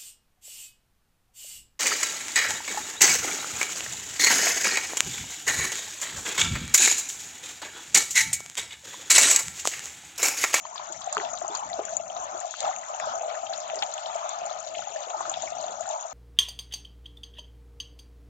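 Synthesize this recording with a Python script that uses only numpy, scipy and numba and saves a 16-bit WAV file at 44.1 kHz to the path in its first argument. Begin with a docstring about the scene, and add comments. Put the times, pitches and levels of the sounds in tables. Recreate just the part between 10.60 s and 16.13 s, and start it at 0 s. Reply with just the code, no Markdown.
"""Dogs chew wet food from steel bowls on a stone floor, beside a pond into which water gurgles.
Lip smacks, crunches, snaps and knocks are brief damped resonances; nudged bowls ring in their low modes.
The water sounds through bubbles that rise in pitch, over droplets, a fine spray and a low hum.
Sound reaches the left microphone port of a nearby phone first; wall and floor add a short smear."""
import sys
import numpy as np
from scipy import signal
from scipy.fft import rfft, irfft
from scipy.io import wavfile
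from scipy.ndimage import uniform_filter1d
from numba import njit

SR = 44100
rng = np.random.default_rng(int(sys.argv[2]) if len(sys.argv) > 2 else 0)


def persist_wave(psi):
    """Save psi, clipped to +-1, as 16-bit WAV."""
    counts = np.round(np.clip(psi, -1, 1) * 32767).astype(np.int16)
    wavfile.write(sys.argv[1], SR, np.atleast_2d(counts).T)


N = 243873
FREQS = np.fft.rfftfreq(N, 1 / SR)
LAG_S, MOUTH_ASIDE = 0.00046, .25  # lag between ports; share of it for a mouth nearly in front


def undb(db):
    return 10 ** (np.asarray(db) / 20)


def level(x, db):
    return x * undb(db) / np.sqrt(np.mean(x ** 2))


def at(table, hz):
    """Interpolation of a spectrum on a log-frequency axis."""
    f, v = np.transpose(table)
    return np.interp(np.log(np.maximum(hz, 1)), np.log(f), v)


def highpass(x, order, hz):
    return signal.sosfilt(signal.butter(order, hz, "high", fs=SR, output="sos"), x)


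def walk(rate):
    """Random modulation: `rate` values a second, smoothed and softly limited."""
    k = int(SR / rate)
    steps = np.repeat(rng.standard_normal(N // k + 1), k)
    return 1.8 * np.tanh(uniform_filter1d(uniform_filter1d(steps, k), k)[:N])


@njit
def ring(n, start, hz, t60, rise, glide, size):
    """Damped oscillators: onset time is the share `rise` of t60, and pitch climbs by the share `glide`."""
    out = np.zeros(n)
    for g in range(len(start)):
        length = int(t60[g] * SR)
        phase, fall, onset = 0., 1., 1.
        for j in range(min(length, n - start[g])):
            phase += 2 * np.pi * hz[g] * (1 + glide * j / length) / SR
            fall *= 1 - np.log(1000) / length
            onset *= 1 - 1 / (1 + rise * length)
            out[start[g] + j] += size[g] * fall * (1 - onset) * np.sin(phase)
    return out


def grains(s, hz, t60, db, pan_db, rise, glide, aside=1, scatter=.28):
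    """Path difference: each ring reaches the right port later, by a lag set by its direction."""
    hz = np.clip(hz, 30, 9000)
    bend = np.minimum(hz / 1800, 1) ** .3  # low tones bend round the phone and lag less
    lag = aside * LAG_S * np.clip(bend + scatter * rng.standard_normal(len(s)), 0, 2)
    return np.array([ring(N, (t * SR).astype(np.int64), hz, t60, rise, glide, undb(db + side_db))
                     for t, side_db in ((s, pan_db / 2), (s + lag, -pan_db / 2))])


def events(s, db, hz, t60, pan_db, rise, glide, count, spread=0, smear_s=0, aside=1):
    """Superposition: each event is `count` rings, all but the first scattered in time and pitch."""
    s, db, hz, t60, pan_db = np.repeat(np.broadcast_arrays(s, db, hz, t60, pan_db), count, axis=1)
    delay, detune = rng.standard_normal((len(s), 2)).T * (np.arange(len(s)) % count > 0)
    late = abs(delay)
    fade = np.log(1000) * rise
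    peak = (1 + 1 / fade) ** -fade / (1 + fade)  # top of a ring that swells while it fades
    rings = grains(s + smear_s * late, hz * np.exp(spread * detune), np.clip(t60, .003, .3),
                   db - 4 * late, pan_db, rise, glide, aside, scatter=.1)
    return rings / (peak * np.sqrt(count / 2))


def swarm(low_hz, high_hz, colour, cycles, scatter_db, pan_db, pan_spread_db, rise, glide, count):
    """Shot noise at unit rms: rings at random times, a few much louder than the rest."""
    when, pitch, strength, side = rng.random((count, 4)).T
    hz = low_hz * (high_hz / low_hz) ** pitch
    db = at(colour, hz) + 10 * np.log10(hz) - scatter_db * np.log(1 - .98 * strength)
    pan_db = pan_db + pan_spread_db * (2 * side - 1)
    return level(grains(when * N / SR, hz, cycles / hz, db, pan_db, rise, glide), 0)


# Strength of the wet sounds. Each row: time in seconds, then gurgle, slurp, spatter, fizz, rumble in dB.
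FLOW_LEVELS = [(0.0, -54.5, -57, -61.5, -50.5, -70), (0.21, -42, -49, -52.5, -48.5, -74),
               (0.32, -41.5, -49, -55.5, -49, -69.5), (0.369, -41.5, -65.5, -56, -46, -59),
               (0.421, -48, -41.5, -51, -48.5, -63.5), (0.48, -38, -52, -52, -52.5, -67),
               (0.55, -39, -44.5, -51, -48, -68.5), (0.569, -47.5, -40, -52.5, -44, -55.5),
               (0.631, -34, -47.5, -48, -49, -67.5), (0.662, -39.5, -45.5, -52, -46.5, -59.5),
               (0.91, -39.5, -47, -49, -44.5, -66.5), (0.95, -42, -39.5, -51, -44.5, -69),
               (1.109, -41, -54, -55, -46.5, -56.5), (1.2, -32.5, -50.5, -48.5, -49, -62),
               (1.26, -39.5, -57, -51.5, -46.5, -62), (1.539, -39, -52.5, -55, -48.5, -64.5),
               (1.62, -41, -44.5, -55.5, -48.5, -62.5), (1.859, -39, -47.5, -49, -48.5, -71),
               (1.969, -47, -63.5, -50.5, -43.5, -75), (2.048, -34.5, -39.5, -44, -47, -62),
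               (2.23, -42, -50.5, -53, -46.5, -71), (2.4, -36, -45.5, -50.5, -48, -72.5),
               (2.431, -40.5, -41, -51.5, -48, -62.5), (2.658, -37.5, -50, -53, -50.5, -71.5),
               (2.762, -33.5, -44, -47.5, -47.5, -74.5), (2.822, -38.5, -50.5, -49, -47, -67.5),
               (3.48, -39, -46, -48.5, -48, -72), (3.899, -37, -45.5, -50.5, -49.5, -69),
               (4.158, -38, -58.5, -53.5, -47.5, -68), (4.189, -37.5, -61, -49.5, -46, -62),
               (4.48, -38, -43.5, -49, -47.5, -75.5), (4.739, -38.5, -49, -50.5, -47.5, -63),
               (5.2, -36, -52, -50.5, -47.5, -62), (5.31, -39.5, -42, -47.5, -47, -69),
               (5.438, -40, -47, -54, -50.5, -77), (5.53, -41, -45.5, -55.5, -51, -72.5)]
def flow():
    """Amplitude envelopes: five levels in dB, each moving linearly between its listed values."""
    s, *columns = np.transpose(FLOW_LEVELS)
    return [np.interp(np.arange(N) / SR, s, column) for column in columns]


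# Spectrum of falling water. Each row: frequency in Hz, relative spectral density in dB.
WATER_SPECTRUM = [(24, -33), (40, -25), (86, -32.5), (256, -23), (438, -27.5), (613, 3.5), (670, 5.5),
                  (981, -4), (1310, -8.5), (1920, -28.5), (3510, -21), (5250, -27.5), (6720, -14.5),
                  (7510, -17), (8400, -91.5), (10900, -107), (18500, -120)]
# Likeness of the spray at the two ports. Each row: frequency in Hz, coherence from 0 to 1.
COHERENCE = [(60, 1), (300, 0.52), (900, 1), (1300, 0.59), (2600, 0.2), (6000, 0), (8000, 0)]
# Slow flicker of the spray. Each row: frequency in Hz, depth in dB.
FLICKER_DEPTH = [(100, 3.5), (700, 1), (2200, 4.5), (4800, 5), (5800, 1.5), (7000, 1)]
# Passing dips of the spray at the right port. Each row: frequency in Hz, depth in dB.
RIGHT_DIPS = [(100, 2), (700, 2.5), (2200, 2), (4800, 12.5), (7000, 7)]
def spray(gurgle_db, slurp_db, spatter_db, fizz_db, rumble_db):
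    """Partly coherent noise: bands of falling water slosh together and flicker alone."""
    out, slosh, patch = 0, walk(14), walk(9.9)
    spectrum = undb(at(WATER_SPECTRUM, FREQS))
    swells = (rumble_db, gurgle_db, slurp_db, spatter_db, fizz_db)
    for hz in 40 * 2 ** np.arange(0, 7.9, 1 / 4):
        quarter_octaves = 4 * np.log2(np.maximum(FREQS, 1) / hz)
        band = spectrum * np.cos(np.clip(quarter_octaves, -1, 1) * np.pi / 2)
        left, unrelated = (irfft(band * rfft(rng.standard_normal(N)), N) for _ in range(2))
        alike = at(COHERENCE, hz)
        lag = int(LAG_S * SR * min(hz / 1800, 1) ** .3)
        right = alike * np.roll(left, lag) + np.sqrt(1 - alike ** 2) * unrelated
        swell_db = swells[np.digitize(hz, (350, 900, 1600, 5400))]
        patch = .8 * patch + .6 * walk(10)  # neighbouring bands share most of it
        band_db = swell_db + 1.4 * slosh + at(FLICKER_DEPTH, hz) * patch + 4.6 * walk(35)
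        right *= undb(-at(RIGHT_DIPS, hz) * abs(walk(4.4)))
        out = out + undb(band_db) * np.array([left, right])
    return level(out, -36.5)


# Bands of a low hum. Each row: centre in Hz, width in Hz, base level in dB.
HUM_BANDS = [(79, 17, -76.5), (102, 56, -73), (188.8, 22, -75)]
def hum(rumble_db):
    """Narrowband noise: low, unsteady tones that waver with the rumble."""
    out = 0
    for hz, width, db in HUM_BANDS:
        tone = irfft(rfft(rng.standard_normal(N)) / (1 + (2 * (FREQS - hz) / width) ** 2), N)
        out = out + level(tone, db) * undb(0.68 * walk(1.5))
    return out * undb(rumble_db + np.array([[2.5], [-2.5]]))


# Spectrum of small bubbles. Each row: frequency in Hz, relative spectral density in dB.
BUBBLE_SPECTRUM = [(520, -21), (620, 9.5), (750, 4.5), (900, -3), (1050, -12), (1300, 2), (1550, -27.5)]
def gurgle(db):
    """Bubble resonance: small pockets of trapped air ring and climb in pitch as they rise."""
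    return undb(db - 4) * swarm(514.2, 1544, BUBBLE_SPECTRUM, cycles=30, scatter_db=1.7, pan_db=24.6,
                                pan_spread_db=2.9, rise=.15, glide=.22, count=2400)


def droplets(spatter_db, fizz_db):
    """Impact excitation: drops ring briefly as a spatter, a sharper crackle and a high fizz."""
    spatter = swarm(1698, 4807, WATER_SPECTRUM, cycles=36, scatter_db=2.5, pan_db=16,
                    pan_spread_db=5.3, rise=.18, glide=.03, count=1800)
    spatter *= undb(spatter_db - 4.5 + 2.6 * walk(12))
    crackle = swarm(1576, 5800, WATER_SPECTRUM, cycles=22, scatter_db=3, pan_db=4,
                    pan_spread_db=5, rise=.03, glide=.01, count=6000)
    crackle *= undb(spatter_db - 8.5 + 3.5 * walk(14) + 2.5 * walk(4))
    fizz = swarm(5430, 8260, WATER_SPECTRUM, cycles=36, scatter_db=7.2, pan_db=22,
                 pan_spread_db=7, rise=.45, glide=.015, count=9000)
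    fizz *= undb(fizz_db - 3 + 2.7 * walk(60))
    return spatter + crackle + fizz


# Spectrum of tongues in gravy. Each row: frequency in Hz, relative spectral density in dB.
SLURP_SPECTRUM = [(900, -3.5), (1250, 11), (1600, -9), (2600, -9)]
def slurp(db):
    """Overlapping transients: tongues in gravy make short rings that merge into a wet wash."""
    wash = swarm(944, 2450, SLURP_SPECTRUM, cycles=18, scatter_db=.79, pan_db=4.7,
                 pan_spread_db=1.5, rise=.2, glide=.067, count=4000)
    return wash * undb(db - 4 + 3.2 * walk(18))


# Lip smacks. Each row: start in seconds, level in dB, pitch in Hz.
LIP_SMACKS = [(0.0524, -28.5, 990), (0.1273, -34, 950), (0.1565, -26.5, 1160), (0.1969, -29, 960),
              (0.413, -33, 1070), (0.526, -26.5, 1060), (0.613, -21, 990), (0.6883, -38, 1840),
              (0.7402, -29, 1113), (0.814, -26.5, 1250), (0.847, -30, 1020), (0.9486, -25, 1066),
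              (1.0999, -35.5, 1990), (1.1917, -36, 1200), (1.282, -34, 1420), (1.5624, -33, 1320),
              (1.8123, -33.5, 1940), (2.0526, -19, 1240), (2.089, -36, 1190), (2.112, -25.5, 1095),
              (2.1311, -34, 2020), (2.2342, -35, 1970), (2.4005, -34, 1140), (2.438, -30, 1010),
              (2.7008, -35, 2250), (2.7448, -26.5, 1257), (2.7511, -29, 1730), (2.9277, -28, 1420),
              (3.0933, -30.5, 1260), (3.0984, -48, 2020), (3.1453, -41, 2000), (3.1697, -33, 1810),
              (3.2211, -34, 950), (3.498, -26.5, 1150), (3.843, -30, 1130), (4.147, -32, 2120),
              (4.2225, -33.5, 1450), (4.36, -32, 1750), (4.6067, -24, 1050), (4.652, -25.5, 1220),
              (4.8743, -29.5, 2190), (5.142, -34, 1170), (5.2268, -34.5, 1670), (5.257, -33, 1290)]
def smacks():
    """Cavity resonance: the mouth rings hollowly at each smack of the lips."""
    return events(*np.transpose(LIP_SMACKS), t60=.018, pan_db=.5, rise=.0022, glide=.017, count=6,
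                  spread=.051, smear_s=.00209, aside=MOUTH_ASIDE)


# Crunches of food. Each row: start in seconds, level in dB, pitch in Hz.
FOOD_CRUNCHES = [(0.1588, -28.5, 4500), (0.179, -27.5, 3550), (0.326, -37, 3440), (0.417, -32.5, 3880),
                 (0.5284, -32, 4870), (0.6492, -27, 3200), (0.7746, -28.5, 3880), (0.924, -40, 4300),
                 (0.952, -23, 4460), (1.1307, -29, 3960), (1.499, -31.5, 3140), (1.565, -31, 3900),
                 (2.004, -26, 3860), (2.1625, -34.5, 2540), (2.3384, -34.5, 2660), (2.694, -32.5, 3540),
                 (2.8672, -30.5, 3180), (2.934, -23.5, 4030), (3.1887, -25, 4730), (3.323, -32.5, 4020),
                 (3.3795, -29, 3030), (3.46, -25.5, 4080), (3.578, -35, 2440), (3.81, -35.5, 2530),
                 (4.046, -36, 3980), (4.072, -30, 3930), (4.151, -28, 3280), (4.1818, -26.5, 2940),
                 (4.368, -31, 2740), (4.435, -34, 4400), (4.501, -29.5, 3040), (4.739, -22, 3250),
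                 (4.824, -37, 2910), (5.004, -33.5, 4450), (5.0393, -32.5, 4130), (5.0815, -34, 3240),
                 (5.311, -35, 3140)]
def crunches():
    """Fracture: breaking food releases a tight burst of high clicks."""
    return events(*np.transpose(FOOD_CRUNCHES), t60=.008, pan_db=4.5, rise=.0067, glide=.005, count=8,
                  spread=.075, smear_s=.0036, aside=.8)


def crumbs():
    """Secondary fracture: crumbs break after each smack or crunch, and in small bites at random times."""
    s, db, hz = np.transpose(LIP_SMACKS + FOOD_CRUNCHES)
    grit = events(s, db - 11.5, hz, t60=.023, pan_db=4.5, rise=.03, glide=.01, count=24,
                  spread=.3, smear_s=.02)
    when, strength, pitch = rng.random((110, 3)).T
    chewing = events(when * N / SR, 5 * strength, 1500 * 3.3 ** pitch, t60=.018, pan_db=.5,
                     rise=.04, glide=.005, count=10, spread=.15, smear_s=.015, aside=.8)
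    return grit + level(chewing, -58)


# Low modes of a full bowl. Each row: frequency in Hz, time to fall 60 dB in seconds.
BOWL_MODES = [(345, 0.11), (430, 0.12), (505, 0.05)]
# Bowls nudged on stone. Each row: start in seconds, level in dB, favoured pitch in Hz.
BOWL_NUDGES = [(0.294, -51, 333), (0.572, -31.5, 413), (0.825, -48, 370), (0.898, -38, 440),
               (1.187, -31, 438), (1.576, -43, 530), (1.73, -43.5, 345), (3.153, -36.5, 530),
               (4.115, -57, 511), (4.301, -42, 519), (4.469, -44, 506), (4.562, -54, 365),
               (4.606, -55, 350), (4.672, -50, 350), (5.092, -40.5, 518)]
def bowls():
    """Modal vibration: a nudge rattles the bowl's modes, most of all those near its favoured pitch."""
    s, db, favoured_hz = np.transpose(BOWL_NUDGES)
    db_per_octave = 36.5
    return sum(events(s, db - db_per_octave * abs(np.log2(hz / favoured_hz)), hz, t60, pan_db=-.5,
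                      rise=.02, glide=.0082, count=6, spread=.07, smear_s=.012) for hz, t60 in BOWL_MODES)


# Bright wet snaps. Each row: start in seconds, level in dB, left minus right in dB.
WET_SNAPS = [(0.296, -44, 8), (0.3232, -24.5, 16), (0.4647, -31, 1), (0.5263, -18.5, -6), (0.531, -30, -10),
             (0.548, -25.5, -8), (0.88, -24, 14), (0.9507, -20, 11), (1.252, -28, 30), (1.3678, -18, 23.5),
             (1.713, -43, 30), (1.7938, -35.5, 29.5), (1.912, -34, 21.5), (2.005, -15, 6),
             (2.398, -21.5, 2.5), (2.496, -35, 8), (3.1568, -23, 18.5), (3.2232, -28, 8), (3.339, -23, 11),
             (3.378, -26, 13), (3.5616, -27.5, 12), (3.692, -34, 38.5), (3.8618, -24.5, 13),
             (4.0037, -39, 39.5), (4.6966, -19, 20), (4.822, -26, 26), (4.903, -27, 24), (5.012, -38.5, 35),
             (5.064, -44.5, 14), (5.208, -34, 30), (5.2898, -33.5, 33), (5.311, -26.5, 18),
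             (5.41, -27.5, 19.5)]
def snaps(hz=6796):
    """Heavy damping: a high resonance dies within milliseconds and is heard as a snap."""
    s, db, pan_db = np.transpose(WET_SNAPS)
    return events(s, db, hz, t60=.0064, pan_db=pan_db - at(PORT_BALANCE, hz), rise=.007, glide=.078,
                  count=5, spread=.031, smear_s=.001)


# Single large bubbles. Each row: time of the pop in seconds, level in dB, starting pitch in Hz.
LARGE_BUBBLES = [(0.474, -21.5, 700), (0.611, -28.5, 764), (0.637, -28, 624), (0.73, -26, 658),
                 (0.817, -23, 677), (0.847, -24, 760), (0.884, -28.5, 654), (1.025, -28, 834),
                 (1.113, -30, 637), (1.137, -27, 697), (1.333, -29, 716), (1.365, -26, 633),
                 (1.399, -25, 646), (1.501, -29.5, 730), (1.566, -24, 700), (1.749, -27, 635),
                 (1.81, -30.5, 677), (1.848, -23.5, 708), (2.019, -27.5, 616), (2.04, -23.5, 644),
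                 (2.074, -26, 800), (2.335, -26.5, 687), (2.348, -23.5, 732), (2.399, -29, 650),
                 (2.424, -25.5, 740), (2.454, -33, 690), (2.472, -21.5, 610), (2.516, -26.5, 767),
                 (2.537, -26, 713), (2.574, -26, 707), (2.632, -25, 770), (2.682, -28.5, 647),
                 (2.74, -30, 618), (2.834, -28.5, 676), (3.009, -43, 717), (3.134, -21.5, 623),
                 (3.172, -26, 619), (3.227, -19.5, 794), (3.463, -28.5, 635), (3.555, -23.5, 644),
                 (3.782, -33, 804), (3.817, -24, 682), (3.85, -38, 730), (3.869, -26, 774),
                 (3.911, -24, 708), (3.965, -26.5, 682), (4.068, -28.5, 615), (4.169, -22.5, 645),
                 (4.191, -25, 776), (4.273, -24, 790), (4.359, -24, 631), (4.545, -22, 820),
                 (4.607, -24.5, 765), (4.681, -27, 630), (4.715, -24.5, 748), (4.772, -23, 707),
                 (4.821, -36, 743), (4.856, -30, 676), (4.921, -25, 668), (4.969, -26.5, 683),
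                 (4.998, -32, 644), (5.041, -25, 703), (5.185, -32, 675), (5.208, -23.5, 677),
                 (5.282, -28.5, 750), (5.451, -26.5, 670)]
def glugs(cycles=21.3, swell_s=.0013):
    """Constant-Q decay: every bubble rings for about as many cycles, so lower ones last longer."""
    s, db, hz = np.transpose(LARGE_BUBBLES)
    return events(s - swell_s, db - 3, hz, t60=cycles / hz, pan_db=3.5, rise=.092, glide=.13, count=1)


# Knocks of teeth or bowl rim. Each row: start in seconds, level in dB, pitch in Hz.
HARD_KNOCKS = [(0.569, -14.5, 1220), (0.6, -25, 1840), (0.58, -22, 2940), (0.5688, -33, 4500),
               (0.585, -27, 870), (1.1922, -22, 616), (1.94, -29.5, 1350), (2.4016, -33, 1530),
               (2.4001, -25, 2100), (3.1, -27, 2580), (3.2215, -29, 1500), (3.2285, -24, 2300),
               (3.2245, -16.5, 3450), (3.2335, -25, 3030)]
def knocks(cycles=6.9):
    """Impulse response: a hard contact rings for a few cycles, with no deep bass."""
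    s, db, hz = np.transpose(HARD_KNOCKS)
    rings = events(s, db, hz, t60=cycles / hz, pan_db=3, rise=.083, glide=.042, count=2, aside=MOUTH_ASIDE)
    return highpass(rings, 2, 400)


def wall(x, t60=.05, tail_db=-11):
    """Reflection: floor and pond wall add a short tail, different at each port."""
    t = np.arange(int(.15 * SR)) / SR
    tail = rng.standard_normal((2, len(t))) * undb(-60 * t / t60) * (t > .002)
    tail *= undb(tail_db) / np.sqrt(np.sum(tail ** 2, axis=1, keepdims=True))
    return x + signal.fftconvolve(x, tail, axes=1)[:, :N]


def scene():
    """Superposition: water and feeding sounds, with their reflections, add to the spray and hum."""
    gurgle_db, slurp_db, spatter_db, fizz_db, rumble_db = levels = flow()
    small_bubbles = gurgle(gurgle_db)
    splashes = droplets(spatter_db, fizz_db) + slurp(slurp_db)
    basin = highpass(small_bubbles + glugs(), 4, 530)  # it passes little below its lowest resonance
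    impacts = bowls() + knocks()
    bites = highpass(smacks() + crunches() + snaps() + crumbs(), 2, 700)
    swells = [db - db.mean() for db in levels]
    return wall(basin + splashes + impacts + bites) + spray(*swells) + hum(rumble_db - rumble_db.mean())


# Colour of the microphone ports. Each row: frequency in Hz, left minus right in dB.
PORT_BALANCE = [(60, 1.5), (500, 1.5), (1500, 1.5), (4700, 2), (6000, 9), (6700, 14), (6950, 11), (7250, 0),
                (7600, 2), (8300, 4)]
def record(dry, top_hz=8500):
    """Frequency response: each port has its own colour; the phone thins the bass and cuts the top."""
    tilt_db = at(PORT_BALANCE, FREQS) / 2
    coloured = irfft(rfft(dry) * undb([tilt_db, -tilt_db]), N)
    return signal.sosfilt(signal.cheby2(12, 38, top_hz, fs=SR, output="sos"), highpass(coloured, 1, 60))


dry = scene()
out = record(dry)
persist_wave(out)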